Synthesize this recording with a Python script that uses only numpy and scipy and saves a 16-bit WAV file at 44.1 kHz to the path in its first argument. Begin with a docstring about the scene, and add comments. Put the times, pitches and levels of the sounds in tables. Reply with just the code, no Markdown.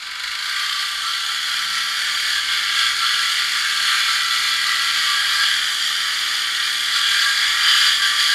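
"""Under a car, a reciprocating saw runs up to speed and cuts a steel exhaust pipe, heard from close by.
Its teeth make a rasp, noise that partly repeats from stroke to stroke, jolted at each end of the stroke.
The rasp rings the pipe, its wall and the blade (narrow filters) and a heat shield (a short noisy tail).
The crank hums faintly in sine tones on multiples of the stroke rate; soft low bumps come and go,
and under it all lies a low rumble of shaped noise."""
import sys
import numpy as np
from scipy import signal
from scipy.fft import rfft, irfft, next_fast_len
from scipy.io import wavfile
from scipy.ndimage import uniform_filter1d

SR = 44100
rng = np.random.default_rng(int(sys.argv[2]) if len(sys.argv) > 2 else 0)


def persist_wave(psi):
    """Save psi, clipped to +-1, as 16-bit WAV."""
    counts = np.round(np.clip(psi, -1, 1) * 32767).astype(np.int16)
    wavfile.write(sys.argv[1], SR, np.atleast_2d(counts).T)


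N = 367794
T = np.arange(N) / SR  # time of each sample, s

# How fast the saw runs: t/s, strokes per second/Hz
STROKE_RATE = [(0, 21.8), (.2, 24.3), (.42, 28.6), (.62, 29.8), (1.0, 34), (1.3, 35.9), (2.0, 38.3),
               (3.04, 39.9), (3.65, 39.35), (5.15, 38.96), (6.1, 38.6), (7.5, 38.68), (8.34, 39.1)]
FIRST_TURN = .5  # where the crank starts, in turns; one turn is one stroke
# How the sound of the cut shifts: t/s, balance between two ringing colours/0-1,
# share of the rasp that repeats each stroke/0-1
CUT_COLOUR = [(0, 0., 0.96), (2.2, 0.45, 0.47), (3.2, 0.35, 0.87), (4.8, 0.27, 1), (5.6, 0.72, 0.7),
              (6.8, 0.74, 0.65), (7.2, 0.7, 1), (8.34, 0.99, 1)]
# How hard the blade is fed into the cut: t/s, level/dB
FEED = [(0.0, -33.5), (0.16, -28.5), (0.69, -21.5), (0.9, -24), (2.21, -21), (2.35, -19), (2.42, -23),
        (2.53, -19.5), (2.76, -20), (2.81, -16), (2.95, -21.5), (3.04, -18), (3.51, -21), (4.02, -17.5),
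        (4.27, -20), (4.34, -17.5), (4.39, -19), (5.39, -18), (5.43, -16), (5.6, -21.5), (6.9, -21),
        (6.97, -15.5), (7.02, -19.5), (7.15, -15.5), (7.57, -19), (7.69, -12), (7.73, -14), (7.85, -12.5),
        (8.01, -21), (8.04, -15), (8.18, -18.5), (8.2, -12.5), (8.22, -15.5), (8.34, -14)]
FULL_FEED_DB = -19  # feed level at which the levels in PART_LEVELS hold
# Pipe, lower wall, upper wall, blade, one row each: level in first colour/dB, level in second colour/dB,
# change per dB of feed/dB, flicker/dB
PART_LEVELS = [(-23.5, -24.5, 0.78, 0.66), (-26, -24, 0.99, 1.), (-26, -26.5, 0.82, 0.5),
               (-36.5, -34, 0.37, .5)]
FLICKER_PER_S = 12.
# Ringing leaning from the lower wall (minus) to the pipe (plus): t/s, level/dB
LEAN = [(0, -0.5), (1.9, -0.5), (2.6, 0.4), (3.4, -0.5), (4.3, 0), (5.43, 0.9), (5.6, -0.7), (6.8, -1),
        (7.27, 0.8), (7.55, 0.7), (7.69, 0), (7.95, -1.8), (8.08, 1.1), (8.2, 0.5), (8.34, -0.5)]
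SHRILL_DB = 28.5  # blade gain per tenfold speed
SLOW_LOPE_DB = 3.5  # swell on each pull, per unit of speed still missing

# Ringing notes (modes) of the pipe, its wall and the blade, with levels relative within each table:
# f/Hz, width/Hz, level in first colour/dB, level in second colour/dB
PIPE_MODES = [(819, 31, -15, -24.5), (1009, 32, -12, -23), (1273, 28, 1, -10.5), (1451, 48, 2, -5.5),
              (1563, 15.5, 7.5, -2.5), (1744, 60, -1, 2), (1894, 60, -0.5, -2.5), (2100, 210, -4, -11),
              (2223, 102, 2.5, -8.5), (2392, 14, 0, -3.5)]
WALL_MODES = [(2623, 42, -10.5, -23.5), (2843, 70, -6.5, -16), (2950, 114, -5.5, -3), (3119, 78, -2, 1.5),
              (3234, 51, -4, -0.5), (3329, 60, -1, 2), (3428, 45, 0.5, 3.5), (3570, 31, -5.5, -6),
              (3800, 39, -17, -18), (3967, 65, -3, -4), (4195, 144, -5.5, -9.5), (4402, 76, 2, -3.5),
              (4503, 58, -7, -2.5), (4580, 70, -10, -5), (4716, 69, -2.5, 0.5), (4920, 68, -8.5, -1.5),
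              (5160, 84, -10, -18)]
BLADE_MODES = [(5040, 40, -2, 0), (5100, 40, -4, -3), (5245, 40, -7, -6), (5445, 50, -5, -3),
               (5800, 50, -2, -1), (5970, 60, -8, -5), (6585, 50, -4, -4), (6700, 60, 3, 2),
               (6865, 40, 1, 0), (7125, 40, -5, -5), (7243, 40, -3, -3), (7456, 50, -4, -4),
               (7703, 60, -7, -7), (7978, 60, -9, -8), (8120, 50, -5, -5), (8392, 50, -12, -12),
               (8877, 90, -6, -8), (9330, 50, -10, -10), (9614, 80, -7, -7), (10222, 70, -7, -8),
               (10680, 80, -10, -10), (11251, 80, -11, -11), (11595, 60, -13, -14), (11832, 50, -15, -16),
               (12069, 60, -14, -15), (12532, 90, -13, -15), (12919, 60, -19, -16), (14787, 200, -22, -25)]
WALL_SPLIT_HZ = 3700  # between the lower and the upper wall modes
DRIFT_DB = 1.4  # wander of each pipe and wall mode

# Five pipe modes that sing out: f/Hz, width of each of two filters in a row/Hz
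SINGING_MODES = [(1009, 30), (1175, 40), (1345, 55), (1622, 75), (1966, 50)]
# Spells in which one of them sings out: centre t/s, length/s, mode f/Hz, level/dB
SINGING_SPELLS = [(.35, .6, 1009, -46), (0.762, 0.6, 1178, -33.5), (1.076, .1, 1178, -29.5),
                  (1.07, .1, 1350, -30), (1.4, 0.14, 1622, -37), (1.759, 0.49, 1350, -32.5),
                  (1.9, .25, 1622, -36.5), (2.358, 0.11, 1622, -26.5), (2.8, .3, 1350, -30.5),
                  (2.804, 0.43, 1622, -30), (2.83, 0.29, 1966, -34), (3.036, 0.09, 1178, -32),
                  (3.043, 0.11, 1350, -25.5), (3.155, .2, 1622, -30), (3.26, 0.17, 1350, -30.5),
                  (3.252, 0.52, 1966, -31), (3.76, 0.37, 1622, -30.5), (3.905, .3, 1178, -36),
                  (4.147, 1, 1350, -29.5), (4.547, 0.92, 1966, -29.5), (4.683, 0.096, 1178, -35),
                  (4.763, 0.43, 1622, -29), (4.805, 0.25, 1350, -30), (1.3, .6, 1350, -35),
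                  (5.0, .3, 1622, -35), (5.133, 0.13, 1178, -27.5), (5.21, 0.22, 1622, -26.5),
                  (5.313, 0.091, 1178, -29.5), (5.35, .3, 1350, -34), (5.448, 0.16, 1622, -21),
                  (6.98, .08, 1178, -32), (6.976, 0.072, 1350, -29), (7.243, 0.4, 1622, -23.5),
                  (7.75, 0.35, 1178, -33.5), (7.72, 0.34, 1350, -34.5), (7.75, .35, 1622, -27),
                  (8.057, 0.1, 1622, -22), (8.06, 0.099, 1966, -27), (8.14, 0.33, 1178, -30.5),
                  (8.265, .12, 1966, -26), (8.33, 0.1, 1622, -22)]
MURMUR_DB = -13  # a singing mode between spells, against the pipe
MURMUR_ABOVE_HZ = 1100  # lower singing modes are silent between spells

# Tone of the rasp heard between the modes: f/Hz, relative level per Hz/dB
RASP_TONE = [(500, -32), (1000, -17.5), (1400, -2.5), (2000, -1.5), (2550, -4), (3200, 0.5), (3750, 0),
             (4500, -11), (5300, -7.5), (6800, -5.5), (8500, -11.5), (11000, -12.5), (12800, -19),
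             (13400, -26.5), (15400, -26)]
RASP_DB = 5.5  # against the mean of the upper wall and blade levels
SHIELD_T60_S = 0.062  # time for the shield's tail to fall by 60 dB

# Hum of the crank at full speed: multiple of the stroke rate/1, level/dB
CRANK_TONES = [(1, -66.5), (2, -69.5), (3, -71), (5, -65.5), (7, -67), (8, -68), (9, -65.5), (11, -69),
               (14, -69), (15, -67), (19, -78), (20, -63.5), (21, -67.5)]
# Crank multiples that grow for a while: centre t/s, length/s, multiple/1, added level/dB
SHAKES = [(2.8, .9, 3, 8.5), (4.44, .7, 3, 6.5), (1.7, 0.4, 5, 12), (4.7, 1.7, 5, 3.5), (6.9, 2.8, 9, 5.5),
          (6.9, 2.8, 7, 2)]
SHAKE_DB = 220.  # hum gain per tenfold speed
SETTLED = .97  # share of top speed above which the hum holds

# Low bumps: centre t/s, f/Hz, level/dB, length/s
BUMPS = [(0.283, 59.4, -55, 0.14), (0.987, 58, -58, 0.15), (1.65, 56.5, -60, .2), (2.4, 62.5, -56, 0.23),
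         (2.88, 72.16, -54, 0.21), (4.099, 68.26, -58, .12), (4.519, 63.98, -57, 0.23),
         (4.979, 64.4, -58, 0.22), (5.32, 64, -53, 0.28), (7.1, 77.2, -57, .2), (7.48, 69, -54, 0.18),
         (7.95, 72, -54.5, 0.36)]

# Tone of the rumble: f/Hz, relative level per Hz/dB
RUMBLE_TONE = [(12, -35), (20, -6), (54, 0), (146, -7), (192, -5), (236, -6), (357, -6), (476, -7.5),
               (900, 2), (1170, 2.5), (1980, -120)]
RUMBLE_DB = -51.5  # at full speed
TOP_HZ = 15290  # treble above this is cut


def saw(turns, speed):
    """The cut: pipe, wall and blade ringing over the bare rasp."""
    balance, share = curves(CUT_COLOUR)
    balance = np.clip(balance, 0, 1)
    pipe_db, lower_db, upper_db, blade_db = loudness(balance, speed)
    lope_db = SLOW_LOPE_DB * (1 - speed) * np.cos(2 * np.pi * (turns - .1))
    jolts = stroke(turns) * undb(lope_db)

    # three independent draws of the rasp, so neighbouring modes do not cancel
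    first, second, third = (teeth(turns, jolts) for _ in range(3))
    pair = (first, second)

    lower_modes = [m for m in WALL_MODES if m[0] < WALL_SPLIT_HZ]
    upper_modes = [m for m in WALL_MODES if m[0] >= WALL_SPLIT_HZ]
    ringing = pipe(pair, third, balance, share, undb(pipe_db))
    ringing = ringing + undb(lower_db) * body(lower_modes, pair, balance, share, DRIFT_DB)
    ringing = ringing + undb(upper_db) * body(upper_modes, pair, balance, share, DRIFT_DB)
    ringing = ringing + undb(blade_db) * body(BLADE_MODES, pair, balance, share, drift_db=3.0)
    # keep the ringing thin below about 1 kHz
    thin = signal.butter(2, 950., "highpass", fs=SR, output="sos")

    same, new = third
    bare = colour(.5 * same + 0.72 * new, RASP_TONE)
    bare = 0.6 * bare + 0.58 * shield(bare)
    bare_db = RASP_DB + (upper_db + blade_db) / 2
    return signal.sosfilt(thin, ringing) + undb(bare_db) * bare


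def stroke(turns, pull_db=5.5, push_db=4.0, scatter=0.22, fade_turns=0.11):
    """A jolt at each reversal, stronger on the pull and never twice alike, then a fade."""
    pull, push = 1 + scatter * rng.standard_normal((int(turns[-1]) + 2, 2)).T
    half_later = turns + .5
    db = pull_db * pull[turns.astype(int)] * np.exp(-(turns % 1) / fade_turns)
    db = db + push_db * push[half_later.astype(int)] * np.exp(-(half_later % 1) / fade_turns)
    # the level wavers slightly at random
    return undb(db + 0.59 * walk(14.))


def teeth(turns, jolts, memory=0.839, grit_db=1.5):
    """One draw of the rasp: a part that each stroke largely repeats, a part that is new every time."""
    size = 1200  # noise points per stroke
    fresh = rng.standard_normal((int(turns[-1]) + 3, size))
    # the same teeth meet the same burrs, which wear away over a few strokes
    worn = signal.lfilter([1], [1, -memory], fresh, axis=0).ravel()
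    same = np.interp(turns * size, np.arange(len(worn)), worn)
    # chips break off as short spikes
    grit = unit(uniform_filter1d(rng.standard_normal(N), size=24))
    new = rng.standard_normal(N) * undb(grit_db * grit)
    return unit(same * jolts), unit(new * jolts)


def loudness(balance, speed):
    """Levels in dB: each ringing part follows the feed, shifts with the balance and flickers on its own."""
    feed_db = curves(FEED)[0] - FULL_FEED_DB
    lean_db = curves(LEAN)[0]
    levels = []
    for first_db, second_db, follow, flicker_db in PART_LEVELS:
        db = first_db + (second_db - first_db) * balance
        levels.append(db + follow * feed_db + flicker_db * walk(FLICKER_PER_S))
    pipe_db, lower_db, upper_db, blade_db = levels
    return pipe_db + lean_db, lower_db - lean_db, upper_db, blade_db + SHRILL_DB * np.log10(speed)


def pipe(pair, third, balance, share, whole):
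    """The singing modes take their share of the pipe's power; its other modes fill the rest."""
    sung, taken = 0, 0
    for hz, width in SINGING_MODES:
        power = (undb(MURMUR_DB) * whole * (hz > MURMUR_ABOVE_HZ)) ** 2
        for s, length, mode_hz, db in SINGING_SPELLS:
            if abs(mode_hz / hz - 1) < .06:  # this spell belongs to this mode
                power = power + (undb(db) * swell(s, length)) ** 2
        note = ring(drive(hz, third, share), hz, width)
        note = steady(ring(note, hz, width))
        sung = sung + np.sqrt(power) * note
        taken = taken + power
    # the other modes always keep at least 36 % of the power
    rest = np.sqrt(np.maximum(whole ** 2 - taken, 0.36 * whole ** 2))
    return sung + rest * body(PIPE_MODES, pair, balance, share, DRIFT_DB)


def body(modes, pair, balance, share, drift_db):
    """Modes driven by two draws of the rasp in turn; they shift between two colours and drift slowly."""
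    out = 0
    for k, (hz, width, first_db, second_db) in enumerate(modes):
        db = first_db + (second_db - first_db) * balance + drift_db * walk(2.52)
        push = undb(db) * drive(hz, pair[k % 2], share)
        sign = (-1) ** (k // 2)
        out = out + sign * ring(push, hz, width)
    return steady(out)


def drive(hz, rasps, share, reach_hz=2900.0):
    """The rasp that a mode feels: high modes lose step with the stroke."""
    same, new = rasps
    kept = np.clip(share / (1 + (hz / reach_hz) ** 3.2), 0, 1)
    return np.sqrt(kept) * same + np.sqrt(1 - kept) * new


def shield(x):
    """Thin sheet nearby: countless close modes, heard as a short noisy tail."""
    t = T[:SR // 5]
    tail = rng.standard_normal(len(t)) * undb(-60 * t / SHIELD_T60_S)
    return unit(signal.fftconvolve(x, tail)[:N])


def crank(turns, speed):
    """Wavering tones on multiples of the stroke rate; shaking grows steeply with speed."""
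    speed_db = SHAKE_DB * np.log10(np.minimum(speed / SETTLED, 1))
    out = 0
    for k, db in CRANK_TONES:
        db = db + speed_db + 1.1 * walk(3.)
        for s, length, multiple, more_db in SHAKES:
            if round(multiple) == round(k):
                db = db + more_db * swell(s, length)
        phase = k * turns + rng.random() + 0.01 * (k + 3) * walk(6.)  # in cycles
        # root 2 makes the level an rms level
        out = out + np.sqrt(2) * undb(db) * np.sin(2 * np.pi * phase)
    return out


def bumps():
    """Soft low swells: sine tones that rise and fall over some cycles."""
    return sum(undb(db) * swell(s, length) * np.sin(2 * np.pi * hz * T) for s, hz, db, length in BUMPS)


def rumble(speed):
    """Low background noise, shaped in tone and growing gently with speed."""
    return speed ** 0.46 * undb(RUMBLE_DB) * colour(rng.standard_normal(N), RUMBLE_TONE)


def ring(x, hz, width):
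    """One resonance, a narrow filter with gain 1 at its centre."""
    b, a = signal.iirpeak(hz, hz / max(width, 3.), fs=SR)
    return signal.lfilter(b, a, x)


def steady(x):
    """Hold the slow level at 1 (over a quarter second) while the balance inside shifts."""
    return x / np.sqrt(uniform_filter1d(x ** 2, size=SR // 4))


def swell(s, length):
    """A smooth rise and fall, 1 at its centre."""
    return np.exp(-((T - s) / (length / 2)) ** 2)


def walk(rate):
    """Random levels drawn rate times a second and joined smoothly; rms about 1."""
    steps = np.repeat(rng.standard_normal(int(N / SR * rate) + 3), 8)
    for _ in range(2):
        steps = uniform_filter1d(steps, size=8)
    return np.interp(T * rate * 8, np.arange(len(steps)), unit(steps))


def colour(x, points):
    """Shape noise by a spectrum of (f/Hz, level/dB) points, to rms 1."""
    size = next_fast_len(N)
    hz, db = np.transpose(points)
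    axis = np.log(np.arange(1, size // 2 + 2) * SR / size)
    gain = undb(np.interp(axis, np.log(hz), db))
    return unit(irfft(rfft(x, size) * gain, size)[:N])


def curves(table):
    """Columns of a time table, one value a sample."""
    s, *columns = np.transpose(table)
    return [np.interp(T, s, c) for c in columns]


def unit(x):
    """Scale to rms 1."""
    return x / np.sqrt(np.mean(x ** 2))


def undb(db):
    """Turn dB into gain."""
    return np.exp(np.asarray(db) * (np.log(10) / 20))


def scene():
    """Saw, crank hum, bumps and a low rumble, added up in one channel."""
    rate, = curves(STROKE_RATE)
    turns = FIRST_TURN + np.cumsum(rate) / SR
    speed = rate / rate.max()
    mix = saw(turns, speed) + crank(turns, speed) + bumps() + rumble(speed)
    return mix[None]


def record(dry):
    """A small camera rounds the peaks a little and cuts the top."""
    rounded = np.tanh(0.73 * dry) / 0.68
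    cut = signal.ellip(18, .3, 100, TOP_HZ, fs=SR, output="sos")
    return signal.sosfilt(cut, rounded)


dry = scene()
out = record(dry)
persist_wave(out)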